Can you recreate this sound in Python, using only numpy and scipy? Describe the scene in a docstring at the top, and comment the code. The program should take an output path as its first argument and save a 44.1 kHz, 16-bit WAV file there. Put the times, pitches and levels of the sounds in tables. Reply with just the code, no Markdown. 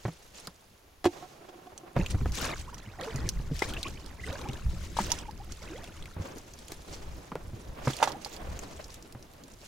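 """Oar blades splash and gurgle close by: shaped noise and swarms of tiny chirps swell with each stir.
It begins on a quiet bank, where a bait bucket is knocked and scraped, and goes on in a rubber boat.
Big bubbles are rising tones; drops and stiff cloth tick as very short rings with a snap of noise.
The aluminium oars ring and rattle in their locks, and the air-filled hull booms in low, damped tones.
Filtered noise makes the water under the floor, the rumble of wind and hull, the far river and the hiss."""
import sys
import numpy as np
from scipy import signal
from scipy.fft import rfft, irfft, next_fast_len
from scipy.io import wavfile
from scipy.ndimage import map_coordinates

SR = 44100
rng = np.random.default_rng(int(sys.argv[2]) if len(sys.argv) > 2 else 0)


def master(y):
    """Save y as 16-bit WAV."""
    cut = np.clip(np.atleast_2d(y).T, -1, 1)
    pcm = np.round(cut * 32767)  # scale
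    wavfile.write(sys.argv[1], SR, pcm.astype(np.int16))


N = 426447  # length in samples


def amp(db):
    """Turn decibels into a plain multiplier."""
    return 10 ** (np.asarray(db) / 20)


def unit(x):
    """Scale a sound to an rms of 1."""
    return x / np.sqrt(np.mean(x ** 2) + 1e-20)


def along(points, hz):
    """Read a curve of (Hz, value) points on a log frequency axis."""
    f, value = np.transpose(points)
    return np.interp(np.log(hz + 1), np.log(f + 1), value)


def curves(rows):
    """Give one value per sample for each column after the time."""
    s, *columns = np.transpose(rows)
    return [np.interp(np.arange(N) / SR, s, column) for column in columns]


def wobble(rate):
    """A smooth random curve with so many random points a second."""
    points = rng.standard_normal(int(N * rate / SR) + 4)
    return map_coordinates(points, [np.arange(N) * rate / SR])


def between(span):
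    """1 inside the (start, end) span in seconds, 0 outside, with soft edges."""
    t = np.arange(N) / SR
    return np.clip(np.minimum(t - span[0], span[1] - t) / 0.0039, 0, 1)


def filtered(x, response):
    """Multiply the spectrum of x by a function of frequency."""
    size = next_fast_len(N + 8192)
    return irfft(rfft(x, size) * response(np.fft.rfftfreq(size, 1 / SR)), size)[..., :N]


# How alike the two ears sound: f/Hz, likeness (1 = the same, 0 = unrelated)
EAR_LIKENESS = [(30, 0.88), (250, 0.94), (800, 0.08), (4000, 0.39), (10000, 0.72)]


def rush(spectrum):
    """Stereo noise of rms 1 with a given spectrum; the ears' likeness depends on frequency."""
    def mid_and_side(hz):
        turn = np.arccos(np.clip(along(EAR_LIKENESS, hz), -1, 1)) / 2
        return amp(along(spectrum, hz)) * [np.cos(turn), np.sin(turn)]
    mid, side = filtered(rng.standard_normal((2, N)), mid_and_side)
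    return unit(np.array([mid + side, mid - side]))


def add(track, s, sound, side_db=0):
    """Lay a sound on the stereo track; the far ear hears it weaker and later."""
    for ear, sign in zip(track, (1, -1)):
        delay = max(0, -.3 * sign * side_db)  # samples
        part = ear[round(s * SR + delay):][:len(sound)]
        part += amp(sign * side_db / 2) * sound[:len(part)]


def ring(t, hz, t60, rise_ms):
    """A damped tone with a soft start; t60 is the time in s to fade by 60 dB."""
    return np.sin(2 * np.pi * hz * t) * amp(-60 * t / t60) * (1 - np.exp(-t * 1000 / rise_ms))


def puff(t, lo_hz, hi_hz, t60):
    """A burst of band noise that dies away."""
    hz = np.fft.rfftfreq(len(t), 1 / SR) + 1
    band = 1 / (1 + (lo_hz / hz) ** 3) / (1 + (hz / hi_hz) ** 3)
    noise = irfft(rfft(rng.standard_normal(len(t))) * band, len(t))
    return unit(noise) * amp(-60 * t / t60)


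def grains(count, size, hz, spread, cycles, climb, scatter_db, wide_db):
    """Random damped sines whose pitch climbs, each on its own side; rms 1."""
    at = rng.random((count, 1))
    big = np.minimum(rng.exponential(size=(count, 1)), 4.5)
    pitch, side = rng.standard_normal((2, count, 1))
    n = np.arange(size)
    turns = np.clip(hz * np.exp(spread * pitch), 300, 14000) * n / SR
    u = turns / cycles
    tone = np.sin(2 * np.pi * turns * (1 + climb * u))
    wave = amp(scatter_db * big) * tone * u * np.exp(-3 * u) * (1 - n / size)
    ears = []
    for sign in (1, -1):
        where = (at * N + np.maximum(0, -1.4 * sign * side)).astype(int) + n  # one ear hears it later
        loud = wave * amp(sign * wide_db * side)
        ears.append(np.bincount(where.ravel(), loud.ravel(), N)[:N])
    return unit(np.array(ears))


# Side of the nearest stir: t/s, left minus right level/dB
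SIDE = [(0, 0), (1, -4), (2, -3), (2.4, 3), (2.7, -4), (3.3, -1), (3.6, 3), (4.06, -4), (4.5, 1), (4.97, 3),
        (5.1, -4), (6, 0), (7.8, -2), (8, -5.5), (8.3, -5.5), (8.6, 0), (9.67, -2)]


def side_at(s):
    """How much louder the left ear is at a given time, in dB."""
    return np.interp(s, *np.transpose(SIDE))


# Blades in the water: from t/s, to t/s
ROWING_SPAN = (1.96, 6.15)


def rowing():
    """1 while the blades are in the water, else 0."""
    return between(ROWING_SPAN)


# The bucket scrapes: from t/s, to t/s
DRAGGING_SPAN = (0.83, 1.93)


def dragging():
    """1 while the bucket is dragged, else 0."""
    return between(DRAGGING_SPAN)


def stirred(calm_db, stirs, shape):
    """Level in dB: each stir rises fast out of the calm, sags while it lasts and dies away."""
    t, power = np.arange(N) / SR, amp(2 * calm_db)
    rise, sag, fall = shape
    for s, length, db in stirs:
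        age = t - s
        before, after, past_end = np.minimum(age, 0), np.maximum(age, 0), np.maximum(age - length, 0)
        power = power + amp(2 * (db + rise * before - sag * after - fall * past_end))
    return 10 * np.log10(power)


# Quiet lapping between the stirs: t/s, gurgle level/dB, rustle level/dB
LAPPING = [(0, -59, -58.5), (.5, -63, -64.5), (1.02, -70, -80), (1.3, -56, -60.5), (1.94, -56, -73),
           (2, -53.5, -53.5), (2.9, -54.5, -62), (4.1, -54.5, -59), (5.4, -58, -62), (6.1, -56, -75),
           (6.6, -57, -56), (7.6, -54, -62), (8.4, -48, -58.5), (9.1, -58.5, -65.5), (9.67, -57, -65.5)]
# Blades churning and things rubbing on the rubber: start t/s, length t/s, gurgle level/dB
CHURNS = [(0.343, 0.14, -56), (1.134, 0.13, -48.5), (1.966, 0.074, -40), (2.378, 0.083, -40.5),
          (2.428, 0.11, -36), (2.998, 0.29, -42), (3.64, 0.14, -42.5), (3.861, 0.027, -49),
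          (4.276, 0.31, -44.5), (4.992, 0.011, -46), (5.04, 0.19, -43.5), (5.623, 0.3, -50),
          (6.166, 0.214, -45), (6.689, 0.046, -52), (6.878, 0.53, -50), (7.764, 0.32, -45.5),
          (8.015, 0.12, -38.5), (8.25, 0.031, -53), (8.4, 0.43, -45)]
# Bursts of spray and sweeps of cloth: start t/s, length t/s, rustle level/dB
SPRAY_BURSTS = [(0, 0.11, -54), (0.356, 0.099, -52.5), (1.095, 0.16, -54), (1.97, 0.13, -59),
                (2.108, 0.008, -40), (2.352, 0.1, -37), (2.472, 0.14, -47.5), (3.032, 0.31, -52.5),
                (3.557, 0.19, -44.5), (3.775, 0.17, -52), (4.25, 0.8, -53), (4.747, 0.17, -54),
                (4.976, 0.17, -42.5), (5.058, 0.15, -49), (5.506, 0.64, -52.5), (6.21, 0.24, -54.5),
                (6.672, 0.087, -54), (6.913, 0.036, -46.5), (7.858, 0.12, -45), (8.015, 0.078, -46),
                (8.218, 0.063, -50.5), (8.327, 0.02, -48), (8.506, 0.35, -52), (8.902, 0.054, -55),
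                (9.616, .1, -52.5)]
# How a stir rises, sags while it lasts, and falls on top of that after its end (all dB per s)
CHURN_SHAPE = (900, 24, 750)
SPRAY_SHAPE = (660, 13.7, 510)


def stir_levels():
    """Level curves in dB for the gurgle and the rustle."""
    gurgle_db, rustle_db = curves(LAPPING)
    return stirred(gurgle_db, CHURNS, CHURN_SHAPE), stirred(rustle_db, SPRAY_BURSTS, SPRAY_SHAPE)


# Foam noise: f/Hz, relative level/dB
FOAM_SPECTRUM = [(250, 0), (550, 6), (1000, 1), (2000, -7.5), (3500, -13.5), (6000, -30)]


def gurgle(wet, drag):
    """Foam noise: bubbles crowd it while rowing, and the bucket colours it while dragged."""
    bubbles = grains(count=8000, size=400, hz=1300, spread=.7, cycles=12, climb=.04,
                     scatter_db=3.1, wide_db=1.8)
    foam = unit(amp(2.75 * wobble(80)) * rush(FOAM_SPECTRUM))  # uneven grain of rubbing
    scrape = unit(filtered(foam, bucket_wall))
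    return (1 - .4 * wet - .65 * drag) * foam + .85 * wet * bubbles + .95 * drag * scrape


# Fine spray noise: f/Hz, relative level/dB
SPRAY_SPECTRUM = [(1200, -3), (2300, 4), (4700, 1.5), (6600, 2.5), (9000, -8), (16000, -16)]


def spray(wet, drag, churn):
    """Flickering treble noise and tiny high chirps: fine spray and cloth."""
    crackle = grains(count=2600, size=120, hz=5750, spread=0.356, cycles=8.8, climb=0.08,
                     scatter_db=1.5, wide_db=-0.2)
    flicker_db = (1.5 + 0.3 * wet) * churn + 2.08 * wobble(70)
    return unit(amp(flicker_db) * (0.85 * rush(SPRAY_SPECTRUM) + (.6 - 0.57 * drag) * crackle))


def water(gurgle_db, rustle_db):
    """Gurgle below, spray and cloth above, with faint stray ticks, all moving from side to side."""
    churn, wet, drag = wobble(25), rowing(), dragging()
    snaps = grains(count=350, size=60, hz=8000, spread=0.26, cycles=1.8, climb=.05,
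                   scatter_db=1.0, wide_db=5.0)
    near = amp(-74) * (1 - drag) * snaps
    near = near + amp(gurgle_db + 0.35 * churn) * gurgle(wet, drag)
    near = near + amp(rustle_db) * spray(wet, drag, churn)
    side_db = side_at(np.arange(N) / SR)
    return near * amp([side_db / 2, -side_db / 2])


# Large bubbles: t/s, level/dB, start f/Hz, end pitch over start pitch
LARGE_BUBBLES = [(2.677, -42.5, 950, 1.9), (2.727, -40.5, 960, 1.1), (2.985, -41.5, 710, 1.5),
                 (3.021, -35.5, 495, 1.4), (3.069, -36, 445, 1.03), (3.619, -28.5, 1947, 1.35),
                 (3.725, -42, 1396, 1.3), (3.766, -35.5, 2570, 1.3), (3.78, -46, 650, 1.05),
                 (3.844, -37.5, 2170, 1.6), (3.864, -36.5, 2340, 2), (3.853, -36.5, 1037, 1.33),
                 (4.195, -45, 1910, 1.5), (4.237, -38.5, 1910, 1.24), (4.26, -41.5, 405, 2.1),
                 (4.324, -39, 523, 1.34), (4.395, -45, 536, 0.86), (4.412, -47, 870, 1.15),
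                 (4.452, -40, 780, 1.6), (4.487, -45, 784, 1.06), (4.61, -54, 986, 2.3),
                 (5.078, -41.5, 519, 2.6), (5.116, -33.5, 917, 1.1), (5.25, -47.5, 950, 0.97),
                 (5.282, -38.5, 834, 1.26), (5.4, -44, 768, 1.3), (5.496, -47.5, 1210, 3),
                 (5.695, -42.5, 297, 5.1), (5.83, -46, 694, 0.97), (8.14, -39, 734, 1.36)]


def big_bubbles():
    """A bubble's pitch glides faster and faster, mostly upward, as it nears the surface."""
    out = np.zeros((2, N))
    for s, db, hz, ratio in LARGE_BUBBLES:
        life = 22 * ratio ** 0.32 / hz  # s: so many cycles, and longer for a far climb
        u = np.arange(round(life * SR)) / (life * SR)
        shiver = np.interp(u, np.linspace(0, 1, 9), 1 + .3 * rng.standard_normal(9))  # uneven loudness
        phase = 2 * np.pi * np.cumsum(hz * ratio ** (u ** 1.6)) / SR
        swell = np.sin(np.pi * np.sqrt(u))
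        add(out, s, amp(db) * np.sin(phase) * swell * shiver, -2.2)
    return out


# Drops and cloth snaps: t/s, level/dB, f/Hz
DROPS_AND_SNAPS = [(0.4719, -27.5, 5150), (1.7779, -30.5, 5950), (2.0625, -26, 2620), (2.321, -27, 5700),
                   (2.744, -28.5, 6060), (2.782, -35.5, 6300), (3.012, -33.5, 3470), (3.16, -26, 6850),
                   (3.2905, -15.5, 5830), (3.5924, -24, 5230), (3.7372, -27, 3160), (3.8306, -21.5, 3900),
                   (3.883, -30.5, 6900), (4.062, -31.5, 5200), (4.2656, -36, 2770), (4.296, -47, 3600),
                   (4.328, -34, 3670), (4.4143, -36, 3960), (4.4876, -34.5, 2760), (4.533, -33, 3840),
                   (5.104, -19, 5530), (5.1184, -8.5, 6070), (5.188, -27, 5200), (5.311, -35.5, 5000),
                   (5.5218, -29, 5700), (5.842, -36, 3450), (5.876, -40, 2700), (6.025, -36, 3530),
                   (6.0572, -37.5, 2260), (6.384, -33, 6500), (6.537, -35, 5940), (6.5892, -37, 9500),
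                   (6.6826, -30.5, 6570), (6.7198, -23, 7300), (7.9343, -27, 3500), (7.9675, -22.5, 4670),
                   (7.9887, -32.5, 2600), (8.026, -28, 5500), (8.032, -20, 2550), (8.075, -31, 4100),
                   (8.1193, -29, 5100), (8.2481, -23.5, 5340), (8.26, -39, 4220), (8.3654, -32.5, 4930),
                   (8.5913, -25.5, 7050), (8.843, -34, 5400), (8.8814, -40, 9500), (8.9043, -39.5, 5500),
                   (8.943, -30.5, 10000), (9.0255, -36, 7200), (9.1249, -36.5, 6700), (9.2265, -38.5, 5540),
                   (9.3363, -42, 12400), (9.4374, -35, 6500), (9.4813, -36.5, 8500), (9.5169, -43, 6500),
                   (9.538, -40, 6040)]


def ticks():
    """Each tick is a few cycles of tone on a dry, broad snap with a short fizz."""
    out, t = np.zeros((2, N)), np.arange(SR // 25) / SR
    for s, db, hz in DROPS_AND_SNAPS:
        snap = 1.8 * ring(t, hz, 14 / hz, .15) + .6 * puff(t, 3000, 8000, .0045)
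        fizz = 0.029 * puff(t, 6400, 13000, 0.046)
        add(out, s, amp(db) * (snap + fizz), side_at(s))
    return out


# Oar shaft against its lock: t/s, level/dB, f/Hz, relative rattle level/dB
OAR_KNOCKS = [(1.965, -27, 560, -42), (3.621, -19, 376, -2), (4.968, -26.5, 960, 3), (4.988, -14, 930, -59),
              (6.72, -34, 348, -8), (7.874, -22.5, 312, 0), (7.901, -26, 293, 4), (8.002, -26, 750, -29),
              (8.019, -23, 780, -5), (8.027, -10, 904, -6), (8.037, -19, 820, 7), (8.074, -19, 825, -13),
              (8.104, -31.5, 945, -14), (8.261, -32.5, 820, -17)]


def knocks():
    """The hollow shaft rings briefly and roughly; the loose lock rattles with it."""
    out, t = np.zeros((2, N)), np.arange(SR // 8) / SR
    for s, db, hz, rattle_db in OAR_KNOCKS:
        shaft = 1.45 * ring(t, hz, 0.021, 0.4)
        rough = .24 * puff(t, 600, 1200, .08)
        chatter = np.interp(t, np.linspace(0, t[-1], 40), rng.exponential(size=40))  # uneven contacts
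        rattle = amp(rattle_db - 13) * chatter * puff(t, 2600, 5900, 0.034)
        add(out, s, amp(db) * (shaft + rough + rattle), side_at(s))
    return out


# Blows on the hull and ground: t/s, level/dB, boom f/Hz, relative slap level/dB
SOFT_BLOWS = [(0.052, -21.5, 118.6, 0), (0.081, -28, 163, -0.5), (0.474, -41.5, 174, 10.5),
              (1.055, -18, 299.5, 4), (1.059, -30, 94, -18), (1.965, -17, 137, -1), (1.99, -18, 179, -27),
              (2.145, -19, 100, -10), (2.212, -22, 133.5, -12), (2.258, -20.5, 94.6, -5),
              (2.874, -33, 112, -9), (3.146, -24.5, 133, -16), (3.241, -25, 92, -30),
              (3.399, -24, 71.6, -13), (3.513, -20.5, 148.7, -45), (4.291, -26, 83.6, -22),
              (4.49, -25, 127, -26), (4.661, -33, 86, -6), (4.732, -33.5, 178, -32), (5, -24.5, 198, -28),
              (6.166, -28.5, 84, -7), (6.199, -23.5, 90.5, -19), (7.318, -35.5, 166, 9.5),
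              (7.355, -36.5, 165, 12.5), (7.533, -29.5, 112, -18), (7.873, -16, 133.4, 1.5),
              (9.149, -34.5, 124, -2)]


def thuds():
    """A soft blow: the air tube booms at a low pitch and two higher ones, under a dull slap."""
    out, t = np.zeros((2, N)), np.arange(SR // 5) / SR
    for s, db, hz, slap_db in SOFT_BLOWS:
        boom = 1.28 * ring(t, hz, 0.094, 2.65)
        boom += 0.56 * ring(t, 1.757 * hz, 0.066, 1.0)
        boom += 0.14 * ring(t, 2.99 * hz, 0.12, 0.84)
        slap = amp(slap_db - 7.0) * puff(t, 114, 1270, 0.057)
        add(out, s, amp(db) * (boom + slap), -.8)
    return out


# Ways the bucket wall rings: f/Hz, relative level/dB, time to fade by 60 dB t/s
BUCKET_MODES = [(350, 0, .07), (730, -2, .09), (1080, -8, .04), (1330, -15, .04)]


def bucket_wall(f):
    """How the bucket's modes, each 60 Hz wide, colour the friction; a little passes unchanged."""
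    response = 0.41
    for hz, db, _ in BUCKET_MODES:
        response = response + amp(db) * 1j * f * 60 / (hz * hz - f * f + 1j * f * 60)
    return response


# Blows on the bucket: t/s, level/dB, relative level of upper modes/dB, relative clack level/dB
BUCKET_BLOWS = [(1.043, -22, -4, -7), (1.058, -6.5, -18, -21), (1.067, -41, -28, 8), (1.224, -39.5, 8, -11),
                (1.489, -45.5, 2, -2.5), (1.554, -40, -26.5, -36), (1.585, -42, -20, -30),
                (1.668, -43, 3, -10), (1.833, -35, -10, -33)]


def bucket():
    """Sharper blows reach the upper modes of the plastic wall and clack; damp bait makes them uneven."""
    out, t = np.zeros((2, N)), np.arange(SR // 4) / SR
    (low_hz, _, low_t60), *upper = BUCKET_MODES
    for s, db, sharp_db, clack_db in BUCKET_BLOWS:
        wall = ring(t, low_hz, low_t60, 3.5)
        for hz, level, t60 in upper:
            uneven = np.interp(t, np.linspace(0, t[-1], 60), 1 + .6 * rng.standard_normal(60))
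            wall = wall + amp(level + sharp_db) * uneven * ring(t, hz, t60, 1.5)
        clack = amp(clack_db - 3.5) * puff(t, 380, 5700, 0.043)
        add(out, s, amp(db) * (wall + clack), -2.5)
    return out


def nearby(x):
    """Short scattered echoes off hull, legs and water."""
    t = np.arange(SR // 10) / SR
    tail = np.array([puff(t, 870, 10000, 0.016), puff(t, 2600, 14500, 0.027)])
    late = np.pad(x, ((0, 0), (90, 0)))  # echoes start 90 samples later
    return signal.fftconvolve(late, tail / np.linalg.norm(tail[0]), axes=1)[:, :N]


# Wind and hull rumble over time: t/s, level/dB
RUMBLE_LEVEL = [(0, -57.5), (1.94, -67.5), (1.97, -31.5), (2.29, -33.5), (2.36, -38.5), (2.8, -47.5),
                (3.04, -50.5), (3.2, -35.5), (3.45, -30.5), (3.65, -39), (4.12, -44.5), (4.34, -41.5),
                (4.77, -36.5), (5.2, -41), (5.4, -38.5), (5.6, -46.5), (6.66, -52.5), (7.13, -38),
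                (7.26, -55), (7.46, -45.5), (8.3, -54), (8.42, -41.5), (8.92, -51.5), (9.67, -55.5)]


def rumble_curve():
    """The rumble's level in dB at every sample."""
    return curves(RUMBLE_LEVEL)[0]


# Slosh noise: f/Hz, relative level/dB
SLOSH_SPECTRUM = [(70, -11.5), (130, 1), (200, 0.5), (350, 0), (600, -10), (1200, -50)]


def slosh(gurgle_db):
    """Water under the floor: it swells with both the hull's motion and the stir at the blades."""
    level_db = .3 * rumble_curve() + .7 * gurgle_db
    afloat = 0.55 + 0.12 * between((ROWING_SPAN[0], N / SR + 1))  # louder once rowing has begun
    lumps_db = 2.2 * wobble(11) + 3 * wobble(30)
    return afloat * amp(level_db + 1.0) * unit(amp(lumps_db) * rush(SLOSH_SPECTRUM))


# Rumble noise: f/Hz, relative level/dB
RUMBLE_SPECTRUM = [(15, 0.5), (70, 1), (119, -8), (200, -14.5), (300, -59)]


def rumble():
    """Lumpy low noise of wind and hull."""
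    return amp(rumble_curve()) * unit(amp(3.2 * wobble(21)) * rush(RUMBLE_SPECTRUM))


# Far river and microphone hiss: f/Hz, relative level/dB
AIR_SPECTRUM = [(18, -43), (30, -15), (43, -34), (632, -25), (6720, -34), (8740, -43.5), (9970, -35.5),
                (16000, -42)]


def air():
    """Steady noise of the far river and the microphone, at -63 dB rms."""
    return amp(-63) * rush(AIR_SPECTRUM)


def scene():
    """Mix all the sounds; the short hits also get nearby echoes."""
    hits = big_bubbles() + ticks() + knocks() + bucket()
    gurgle_db, rustle_db = stir_levels()
    foreground = water(gurgle_db, rustle_db) + hits + amp(-7.0) * nearby(hits) + thuds()
    return foreground + slosh(gurgle_db) + rumble() + air()


def record(dry):
    """Keep nothing above the microphone's band limit of 15900 Hz."""
    return filtered(dry, lambda hz: hz < 15900)


dry = scene()
out = record(dry)
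master(out)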